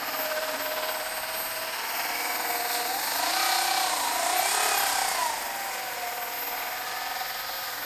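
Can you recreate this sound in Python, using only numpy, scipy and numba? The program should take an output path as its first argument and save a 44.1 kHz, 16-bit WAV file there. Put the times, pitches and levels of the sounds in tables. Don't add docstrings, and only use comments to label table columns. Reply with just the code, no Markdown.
import sys
import numpy as np
from scipy import signal
from scipy.fft import rfft, irfft
from scipy.io import wavfile
from scipy.ndimage import uniform_filter1d
from numba import njit

SR = 44100
rng = np.random.default_rng(int(sys.argv[2]) if len(sys.argv) > 2 else 0)


def persist_wave(psi):
    counts = np.round(np.clip(psi, -1, 1) * 32767).astype(np.int16)
    wavfile.write(sys.argv[1], SR, np.atleast_2d(counts).T)


def ratio_of_db(decibels):
    return 10 ** (np.asarray(decibels, float) / 20)


N = 346180
T_S = np.arange(N) / SR
TEETH = 12
CRUISE_HZ = 240
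FULL_LOAD_HZ = 385


def unit(x):
    return x / np.sqrt(np.mean(x ** 2))


def steady(value):
    return np.full(N, float(value))


def curves(table):
    s, *columns = np.transpose(table)
    return [np.interp(T_S, s, c) for c in columns]


def bumps(rows):
    return sum(height * np.exp(-((T_S - s) / length_s) ** 2) for s, length_s, height in rows)


def shape(x, hz, gain):
    f = np.maximum(np.fft.rfftfreq(N, 1 / SR), 1)
    return irfft(rfft(x) * np.interp(np.log(f), np.log(hz), gain), N)


def colour(x, points):
    f = np.maximum(np.fft.rfftfreq(N, 1 / SR), 1)
    hz, db = np.transpose(points)
    return irfft(rfft(x) * ratio_of_db(np.interp(np.log(f), np.log(hz), db)), N)


def walk(rate_hz):
    k = int(SR / rate_hz)
    held = np.repeat(rng.standard_normal(N // 200), k)[:N]
    return unit(uniform_filter1d(uniform_filter1d(held, k), k))


@njit
def ring(x, hz, width):
    y, band, low = np.empty(len(x)), 0., 0.
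    for i in range(len(x)):
        g, k = np.tan(np.pi * hz[i] / SR), width / hz[i]
        v = (band + g * (x[i] - low)) / (1 + g * (g + k))
        band, low, y[i] = 2 * v - band, low + 2 * g * v, k * v
    return y


def ring_twice(x, hz, width_hz):
    return ring(ring(x, hz, width_hz), hz, width_hz)


# f/Hz, level/dB per Hz
RUMBLE = [(12, -35), (20, -2), (43, -5), (161, -10), (220, -5), (290, -20), (480, -120)]
# f/Hz, level/dB
PUMP = [(119.5, -70)]


def garden():
    out = unit(colour(rng.standard_normal(N), RUMBLE)) * ratio_of_db(-61.5 + 1.7 * walk(4))
    for hz, db in PUMP:
        out = out + np.sqrt(2) * ratio_of_db(db + 2.5 * walk(5.5)) * np.sin(2 * np.pi * hz * T_S)
    return out


# t/s, loudness at the camera/dB, gear case turned to the camera/dB
BOAT = [(0, -39, 3.5), (.3, -38, 0), (1.1, -40, 1), (1.55, -40, 3), (2, -37, 1.5), (2.55, -37, -1),
        (3, -37, 1), (3.43, -35.5, 4), (3.76, -37, 3), (4.05, -35.5, -3.5), (4.35, -35, -3.5),
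        (4.72, -35, 0), (5.1, -36, -2.5), (5.5, -38, -6.5), (6.3, -40.5, -4.5), (6.75, -39, -4),
        (7.45, -43.5, 7), (7.85, -41.5, 1)]


def boat_place():
    return curves(BOAT)


# start t/s, takes/s, to tooth rate f/Hz
THROTTLE = [(0, .3, 208), (.8, .6, 214), (1.7, .13, 229), (1.84, .38, 241), (2.28, .25, 238.5),
            (2.62, .22, 241.5), (2.86, .22, 298), (3.09, .09, 309), (3.18, .19, 385), (3.76, .15, 360),
            (3.91, .15, 313), (4.1, .32, 384), (4.43, .1, 421), (4.71, .1, 398), (4.93, .42, 298),
            (5.35, .1, 264), (5.64, .38, 239), (6.3, .95, 252.5), (7.4, .45, 246)]


def tooth_rate():
    inertia_s = .04
    points = [(0.012, 210.5)]
    for start_s, takes_s, hz in THROTTLE:
        points += [(start_s, points[-1][1]), (start_s + takes_s, hz)]
    return uniform_filter1d(curves(points)[0], size=int(inertia_s * SR))


# t/s, throb depth/0-1
BINDING = [(0, .3), (.95, .34), (1.8, .33), (2.7, .22), (3.2, .38), (3.75, .66), (4.12, .31), (5, .44),
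           (5.4, .26), (5.9, .2), (6.1, .31), (6.8, .22), (7.25, .46), (7.55, .25), (7.85, .36)]


def binding():
    return curves(BINDING)[0]


CHOP = [(6, .1, .1), (9, .06, .45), (12, .85, .75), (18, .22, .06), (21, .08, .08), (24, .08, .25),
        (30, .06, .06), (36, .05, .05)]
# t/s, length/s, level/dB
FLASHES = [(.22, 0.12, 8.5), (.64, 0.061, 4.5), (.88, 0.26, 5), (1.45, 0.24, 6.5), (2.0, 0.15, 4.5),
           (2.35, 0.042, 6), (2.5, 0.086, 6.5), (2.75, 0.032, 5.5), (3.0, 0.61, 6.5), (3.5, 0.27, -2),
           (4.39, 0.019, 12), (4.79, 0.024, 6), (4.95, 0.17, -1), (5.47, 0.015, 4), (5.88, 0.13, 0.5),
           (6.23, 0.017, 5.5), (6.45, 0.13, 7), (6.7, 0.31, 3), (7.55, 0.19, 3.5), (7.85, 0.055, 0)]


def whistle(turn, tooth_hz):
    switch_hz, sag_hz_per_hz = 12419, .335
    level_db = -44.5 + bumps(FLASHES)
    chop_db = -51 + 18.5 * np.log2(tooth_hz / CRUISE_HZ)
    chop = np.clip(ratio_of_db(chop_db - level_db), .45, 1.6)
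    load_hz = np.minimum(tooth_hz, 2 * FULL_LOAD_HZ - tooth_hz)
    pitch_hz = switch_hz - sag_hz_per_hz * load_hz + 6 * walk(25) + 3 * walk(2.5)
    phase = 2 * np.pi * np.cumsum(pitch_hz) / SR
    tone = np.sin(phase)
    for multiple, below, above in CHOP:
        shift = 2 * np.pi * multiple * turn + .3 * walk(30)
        sides = below * np.sin(phase - shift) + above * np.sin(phase + shift)
        tone = tone + chop / 2 * ratio_of_db(2 * walk(25)) * sides
    gain = ratio_of_db(level_db + 0.58 * walk(2.6) + 1.86 * walk(45))
    skirt_points = [(9500, -47), (11300, -26), (12300, -11.0), (13300, -28), (15700, -36)]
    skirt = unit(colour(rng.standard_normal(N), skirt_points))
    return gain * np.sqrt(2) * tone + uniform_filter1d(gain, size=9000) * ratio_of_db(-9.5) * skirt


# multiple of the shaft turn, start t/s, stop t/s, level/dB
GEAR_LINES = [(16, 0.37, 0.82, -49.5), (14, 1.97, 2.97, -56), (10, 3.17, 4.6, -56.5),
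              (11, 3.05, 4.6, -51.5), (58, 0.45, 1.05, -44.5), (30, 3, 3.9, -44.5), (130.6, 3.2, 3.75, -45),
              (12, 3.9, 4.97, -52.5), (26, 4.9, 9.1, -54.5), (84, 6.6, 7.5, -45), (60, 6.3, 8, -49.5),
              (47, 1.68, 2.35, -43), (113.4, 1.64, 2.6, -46), (97.6, 4.3, 5, -45.5), (132, 4.2, 5.0, -57),
              (152.4, 4.3, 5.6, -49), (16, 2.07, 3.0, -58)]


def gear_lines(turn):
    out = 0
    for multiple, start_s, stop_s, db in GEAR_LINES:
        fade = np.clip(np.minimum(T_S - start_s, stop_s - T_S) / 0.23, 0, 1)
        wander = (.5 + 0.016 * multiple) * walk(40)
        tone = np.sin(2 * np.pi * round(multiple) * turn + wander)
        out = out + np.sqrt(2) * tone * fade * ratio_of_db(db + 2.3 * walk(13))
    return out


# f/Hz, width/Hz, level over the boat/dB
TICK = (9400, 950, -28.5)
# t/s, length/s, level/dB
LOOSE = [(3.6, 0.65, 16), (4.5, 0.37, 7.5), (5.0, 0.81, 19.5)]


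def coupling(angle):
    sharpness, lag_rad = 12, 0.61
    hz, width_hz, db = TICK
    gate = np.exp(sharpness * (np.cos(angle - lag_rad) - 1)) * ratio_of_db(2 * walk(26))
    tick = unit(ring_twice(gate * rng.standard_normal(N), steady(hz), width_hz))
    upper = ring(gate * rng.standard_normal(N), steady(1.15 * hz), 700.)
    tick = tick + ratio_of_db(-8.0) * unit(ring(upper, steady(1.16 * hz), 700.))
    return tick * ratio_of_db(boat_place()[0] + db + bumps(LOOSE))


# f/Hz, t/s, length/s, level over the boat/dB
KNOCKS = [(1537, 0.37, 0.11, -3.5), (1230, 0.099, 0.31, -6.5), (1510, 1.08, 0.38, -3.5),
          (2260, 2.34, 0.52, -6.5), (6970, 2.35, 0.25, -11.5),  (1535, 4.9, .1, -9),
          (1520, 5.73, 0.37, -25), (2120, 6.7, 0.21, -20.5), (1514, 6.2, .15, -8), (1500, 7.7, 0.16, -3.5),
          (687, 0.045, 0.11, -4.5), (1000, 3.8, .06, -7), (720, 6.17, 0.26, -10), (685, 2.13, .2, -15),
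          (1550, 2.45, 0.22, -8), (935, 1.8, 0.099, -11), (1880, 0.61, 0.31, -11), (6900, 4.65, 0.18, -9),
          (6160, 4.7, .12, -22), (697, 2.55, 0.13, -10), (422, 4.66, 0.22, -10), (1254, 6.87, 0.23, -10)]


def knocks(angle):
    sharpness, lag_rad, wander_rad = 3, 0.19, 1.25
    gate = unit(np.exp(sharpness * np.cos(angle - lag_rad)))
    out = 0
    for hz, s, length_s, db in KNOCKS:
        ringing = np.sqrt(2) * np.sin(2 * np.pi * hz * T_S + wander_rad * walk(45))
        out = out + ringing * ratio_of_db(db + 2.5 * walk(22.05)) * bumps([(s, length_s, 1)])
    return out * gate * ratio_of_db(boat_place()[0])


# f/Hz, width/Hz, t/s, length/s, level over the boat/dB
THUMPED = [(712, 50, 3.26, 0.12, 2), (754, 39, 3.497, .16, 6), (761, 34, 3.75, .16, 5.5),
           (720, 69, 4.4, .08, 0), (699, 48, 4.22, 0.08, 2.5), (745, 40, 4.38, 0.079, 0),
           (783, 55, 4.58, 0.12, 3), (798, 39, 4.8, 0.087, 4), (770, 53, 5.02, .12, 4),
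           (696, 67, 5.2, .1, 1), (937, 70, 3.95, 0.14, -1.5), (980, 62, 4.28, 0.07, 0),
           (990, 40, 4.6, 0.1, -4), (956, 50, 3.8, 0.28, -12), (1107, 50, 3.75, 0.23, -0.5),
           (1020, 20, .75, .2, -10), (945, 25, 1.15, .25, -9), (770, 25, .85, .3, -16),
           (1477, 70, 3.5, .2, -7), (1940, 50, 3.47, .12, -5.5), (730, 25, 6.65, 0.31, -1.5),
           (753, 25, 7.2, .3, 1.5), (740, 30, 7.65, .25, -3), (1520, 35, 7.5, .15, -8),
           (1663, 40, 4.65, 0.13, -7), (4190, 200, 3.45, .2, -7), (1563, 41, 4.56, 0.13, -5),
           (1570, 52, 4.85, 0.12, -3), (1570, 44, 3.15, .08, -5), (970, 60, 5.74, .3, -8),
           (1744, 42, 6.95, 0.16, -8.5)]


def thumps(angle):
    lag_turns, scatter_db = -0.1002, 1
    count = np.floor(angle / (2 * np.pi) - lag_turns).astype(int)
    strength = ratio_of_db(scatter_db * rng.standard_normal(400))
    pulses = unit(np.diff(count, prepend=count[0]) * strength[count])
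    out = np.zeros(N)
    for hz, width_hz, s, length_s, db in THUMPED:
        span = slice(max(int((s - 3 * length_s) * SR), 0), int((s + 3 * length_s) * SR))
        sung = unit(ring_twice(pulses[span], steady(hz)[span], 1.5 * width_hz))
        out[span] += sung * ratio_of_db(db) * np.exp(-((T_S[span] - s) / length_s) ** 2)
    return out * ratio_of_db(boat_place()[0])


def worn_teeth(turn):
    steps_per_turn = 1024
    rows = rng.standard_normal((400, steps_per_turn))
    rows = signal.lfilter([1], [1, -.82], rows, axis=0)[50:].ravel()
    return unit(np.interp(turn * steps_per_turn, np.arange(rows.size), rows))


# f/Hz, level/dB per Hz
HULL = [(88, -50), (150, -21), (283, -10), (365, -18), (479, -1.5), (575, -1.5), (755, 5), (1070, 4.5),
        (1840, 5), (3290, 1.5), (4900, -3.5), (5980, -8.5), (8140, -17), (10900, -24), (11500, -26.5),
        (15000, -35), (22000, -120)]
ZONES_HZ = [300, 800, 2000, 4500, 8500]
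REPEAT = [.8, .65, .45, .15, .05]
TOOTH_GATE = [0.036, 0.025, 0.052, 0.23, 0.2]
THROB = [.6, .55, .68, .52, .25]
# ring width/Hz, gain
RINGS = [(72.4, 2.4), (127, 0.45), (380, 0.48), (686, 0.74), (623, 1.97)]
# level over the boat/dB, dB per octave of speed, share of the turning/0-1, going away/dB per s
PARTS = [
    (-11.5, 1, 0, -0.32),
    (-1.5, 4.5, 0.12, 0),
    (-1, 1, 0.14, 0),
    (-1, 3.5, 0.96, 0),
    (-2.5, 8.5, 0.09, 0),
]
# t/s, deck f/Hz, gear case f/Hz
ASPECT = [(0, 1610, 5200), (.3, 1540, 5240), (1.4, 1440, 4600), (1.9, 1900, 5600), (2.25, 2260, 5000),
          (2.65, 1810, 4370), (3.45, 1810, 4250), (4.35, 1980, 4060), (4.75, 1770, 4640), (6.4, 2170, 5060),
          (7.85, 1610, 4930)]
# t/s, f/Hz
CAN = [(0, 8300), (.6, 8050), (1.1, 8400), (1.5, 8550), (2.6, 8450), (3.4, 8660), (4.3, 8400), (5.3, 8400),
       (5.9, 8160), (7.85, 8600)]
# t/s, length/s, level/dB
JOLTS = [(2.755, 0.055, 4), (2.87, 0.012, 2)]
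# t/s, water reflection dip f/Hz, dip depth/0-1, openness of the motor can
TURNING = [(0, 3420, 0.72, 0.3), (.8, 3460, 0.04, 0.76), (1.1, 3460, 0.44, 1.7), (1.7, 3600, 0.6, 1.4),
           (2.1, 3620, 0.77, 0.5), (2.4, 3250, 0.7, 1.2), (2.9, 3130, 0.76, 0.59), (3.3, 3260, 0.5, 0.36),
           (4.5, 2920, 0.1, 0.72), (5.3, 2900, 0.2, 0.19), (6.2, 3180, 0.07, 0.17),
           (7.85, 2680, 0.51, 0.16)]
# f/Hz, width/Hz, gain
DECK_RING = (938, 15, 0.54)
# f/Hz, width/Hz, depth/0-1, t/s, length/s
SHADOW = (7230, 760, 0.55, 1.54, 0.89)
# f/Hz, width/Hz, depth/0-1
CASE_DIP = (6000, 900, .5)


def clatter(turn, throb, speed):
    loud_db, facing_db = boat_place()
    dip_hz, dip, can_open = curves(TURNING)
    bottom_hz = 344 * (1 + 0.037 * walk(3.28))
    centres_hz = [bottom_hz, steady(755), *curves(ASPECT), *curves(CAN)]
    worn, fresh = worn_teeth(turn), rng.standard_normal(N)
    tooth = np.cos(2 * np.pi * TEETH * turn)
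    out = 0
    for k, (db, rev_db, share, away_db) in enumerate(PARTS):
        level_db = loud_db + db + rev_db * speed + share * facing_db + away_db * T_S
        if k > 2:
            level_db = level_db + bumps(JOLTS)
        x = np.sqrt(REPEAT[k]) * worn + np.sqrt(1 - REPEAT[k]) * fresh
        x = x * (1 + TOOTH_GATE[k] * tooth) * np.exp(THROB[k] * throb)
        x = shape(colour(x, HULL), ZONES_HZ, np.eye(5)[k])
        width_hz, gain = RINGS[k]
        if k == 4:
            gain = gain * can_open * ratio_of_db(2.0 * walk(6))
        x = x + gain * ring(x, centres_hz[k], float(width_hz))
        out = out + unit(x) * ratio_of_db(level_db + 0.77 * walk(14))
    hz, width_hz, gain = DECK_RING
    out = out + gain * ring(out, steady(hz), float(width_hz))
    out = out - np.clip(dip, 0, 1) * ring(out, dip_hz, 1190.0)
    hz, width_hz, depth, s, length_s = SHADOW
    out = out - bumps([(s, length_s, depth)]) * ring(out, steady(hz), float(width_hz))
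    hz, width_hz, depth = CASE_DIP
    return out - depth * ring(out, steady(hz), float(width_hz))


# tooth multiple, level over the boat/dB, dB per octave of speed, swell and bend by the wobble
TONES = [(2, -2.5, 2.3, 0.7, 1), (3, -0.5, 1.7, 0.63, 0.84), (4, -15, 4.6, 0.39, 0.95),
         (6, -7, 3.5, 0.36, 0.74)]
# tooth multiple, t/s, length/s, level/dB
TONE_SWELLS = [(3, 3.42, 0.27, 1.5), (3, 4.5, 0.063, -5), (3, 3.2, 0.12, 0), (3, 4.05, 0.052, 3),
               (3, 4.27, 0.14, -14), (3, 4.62, 0.14, 3.5), (3, 4.1, 0.066, 3), (3, 5.22, 0.054, 5.5),
               (6, 4.6, .15, -0.5), (6, 3.47, 0.25, -10), (6, 4.42, 0.04, -8), (2, 5.3, 0.21, -7),
               (2, 5.03, 0.12, -6), (3, 5.2, .15, 3), (3, 8.8, .12, 4), (3, 5.88, 0.1, -2.5), (2, 6.9, .25, -4),
               (4, 4.65, 0.17, -1), (2, 4.07, .14, -10), (6, 4.97, 0.057, -9), (6, 5.2, 0.14, 11),
               (6, 5.6, 0.21, -4), (4, 4.8, .1, -8), (4, 6.7, 0.091, -7), (2, 4.9, 0.1, -3), (2, 3.57, 0.27, -15),
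               (2, 3.2, 0.15, -11), (3, 2.51, .35, 3), (4, 5.02, .06, -8), (2, 4.1, 0.089, -6),
               (2, 4.73, 0.28, -13), (3, 5.42, .07, -5), (3, 6.9, .5, 0), (3, 0.576, 0.018, -15),
               (3, 6.05, 0.1, 7.5), (3, 6.5, 0.2, 3.5)]
# t/s, level/dB
MESH = [(0, -11), (.25, -0.5), (.85, 0), (1.1, -5), (1.45, -7.5), (1.62, -1), (1.78, -13), (2.2, -2.5),
        (2.9, 1), (3.3, 8.5), (3.85, 5), (4.2, 6.5), (4.6, 2), (5.25, 2.5), (5.8, 0.5), (6.1, -4.5),
        (6.5, -3), (7.85, 0)]
# f/Hz, width/Hz, level/dB, change as the hull swings/dB, swing t/s
PANELS = [(487, 19.4, -2.5, -3.5, 3.1), (618, 34, 5, -31, 1.86), (725, 84, -5.5, 8.5, 1.8),
          (771.4, 78, -3, 4, 1.5), (957, 54, -8.5, 6, 3.4), (1254, 26, -5, -3.5, 3.9),
          (1542, 50, -1.5, 1.5, 3.8), (1710, 79, -26, -6, 5.3), (2030, 410, -19.5, 11.5, 4.8),
          (2320, 16, -4, 9.5, 3), (2478, 38, -9, 8, 2.8)]


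def tooth_tones(turn, speed, throb_depth, angle, rattle):
    fast = np.maximum(speed, 0)
    tones = 0
    for multiple, db, rev_db, swell, bend in TONES:
        rough_rad = (.2 + .12 * multiple + .4 * (multiple > 4)) * (1 + .6 * fast) * walk(30)
        bend = bend * (1 + 2.5 * (multiple > 2) * fast) if multiple > 2 else bend
        phase = 2 * np.pi * TEETH * multiple * turn - bend * throb_depth * np.sin(angle) + rough_rad
        tone = np.sin(phase) * (1 + np.clip(swell * throb_depth, 0, 1.1) * np.cos(angle))
        for away in [-4, -3, -2, 2, 3, 4]:
            side_db = -15 + 3 * speed - 3 * (abs(away) - 1) + 3 * walk(6)
            tone = tone + ratio_of_db(side_db) * np.sin(phase + away * angle + 2.06 * walk(9))
        tone_swell_db = bumps([row[1:] for row in TONE_SWELLS if row[0] == multiple])
        level_db = db + tone_swell_db + rev_db * speed + 1.5 * walk(18) + .2 * multiple * walk(5)
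        tones = tones + np.sqrt(2) * tone * ratio_of_db(level_db)
    tones = tones * ratio_of_db(boat_place()[0] + curves(MESH)[0]) + ratio_of_db(-7) * rattle
    swing_s = .2
    out = 0
    for k, (hz, width_hz, db, change_db, at_s) in enumerate(PANELS):
        turned = np.clip((T_S - at_s) / swing_s, 0, 1)
        mode = ring_twice(tones, steady(hz), 2.73 * width_hz)
        out = out + (-1) ** k * ratio_of_db(db + change_db * turned) * mode
    return out


def scene():
    tooth_hz, depth = tooth_rate(), binding()
    speed = np.log2(tooth_hz / CRUISE_HZ)
    turn = 1 + np.cumsum(tooth_hz) / SR / TEETH + .006 * walk(12)
    angle = 2 * np.pi * (turn + .46)
    throb = depth * (np.cos(angle) + .3 * np.cos(2 * angle + .8))
    throb = throb * 215 / tooth_hz
    rattle = clatter(turn, throb, speed)
    boat = rattle + tooth_tones(turn, speed, depth, angle, rattle)
    boat = boat + gear_lines(turn) * np.exp(0.33 * throb) + whistle(turn, tooth_hz)
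    boat = boat + coupling(angle) + knocks(angle) + thumps(angle)
    wall = np.roll(boat, int(0.028 * SR))
    return (boat + ratio_of_db(-17) * wall + garden())[None]


def band_limit(x):
    return signal.sosfilt(signal.butter(12, 15750, fs=SR, output="sos"), x)


def record(dry):
    return band_limit(dry)


dry = scene()
out = record(dry)
persist_wave(out)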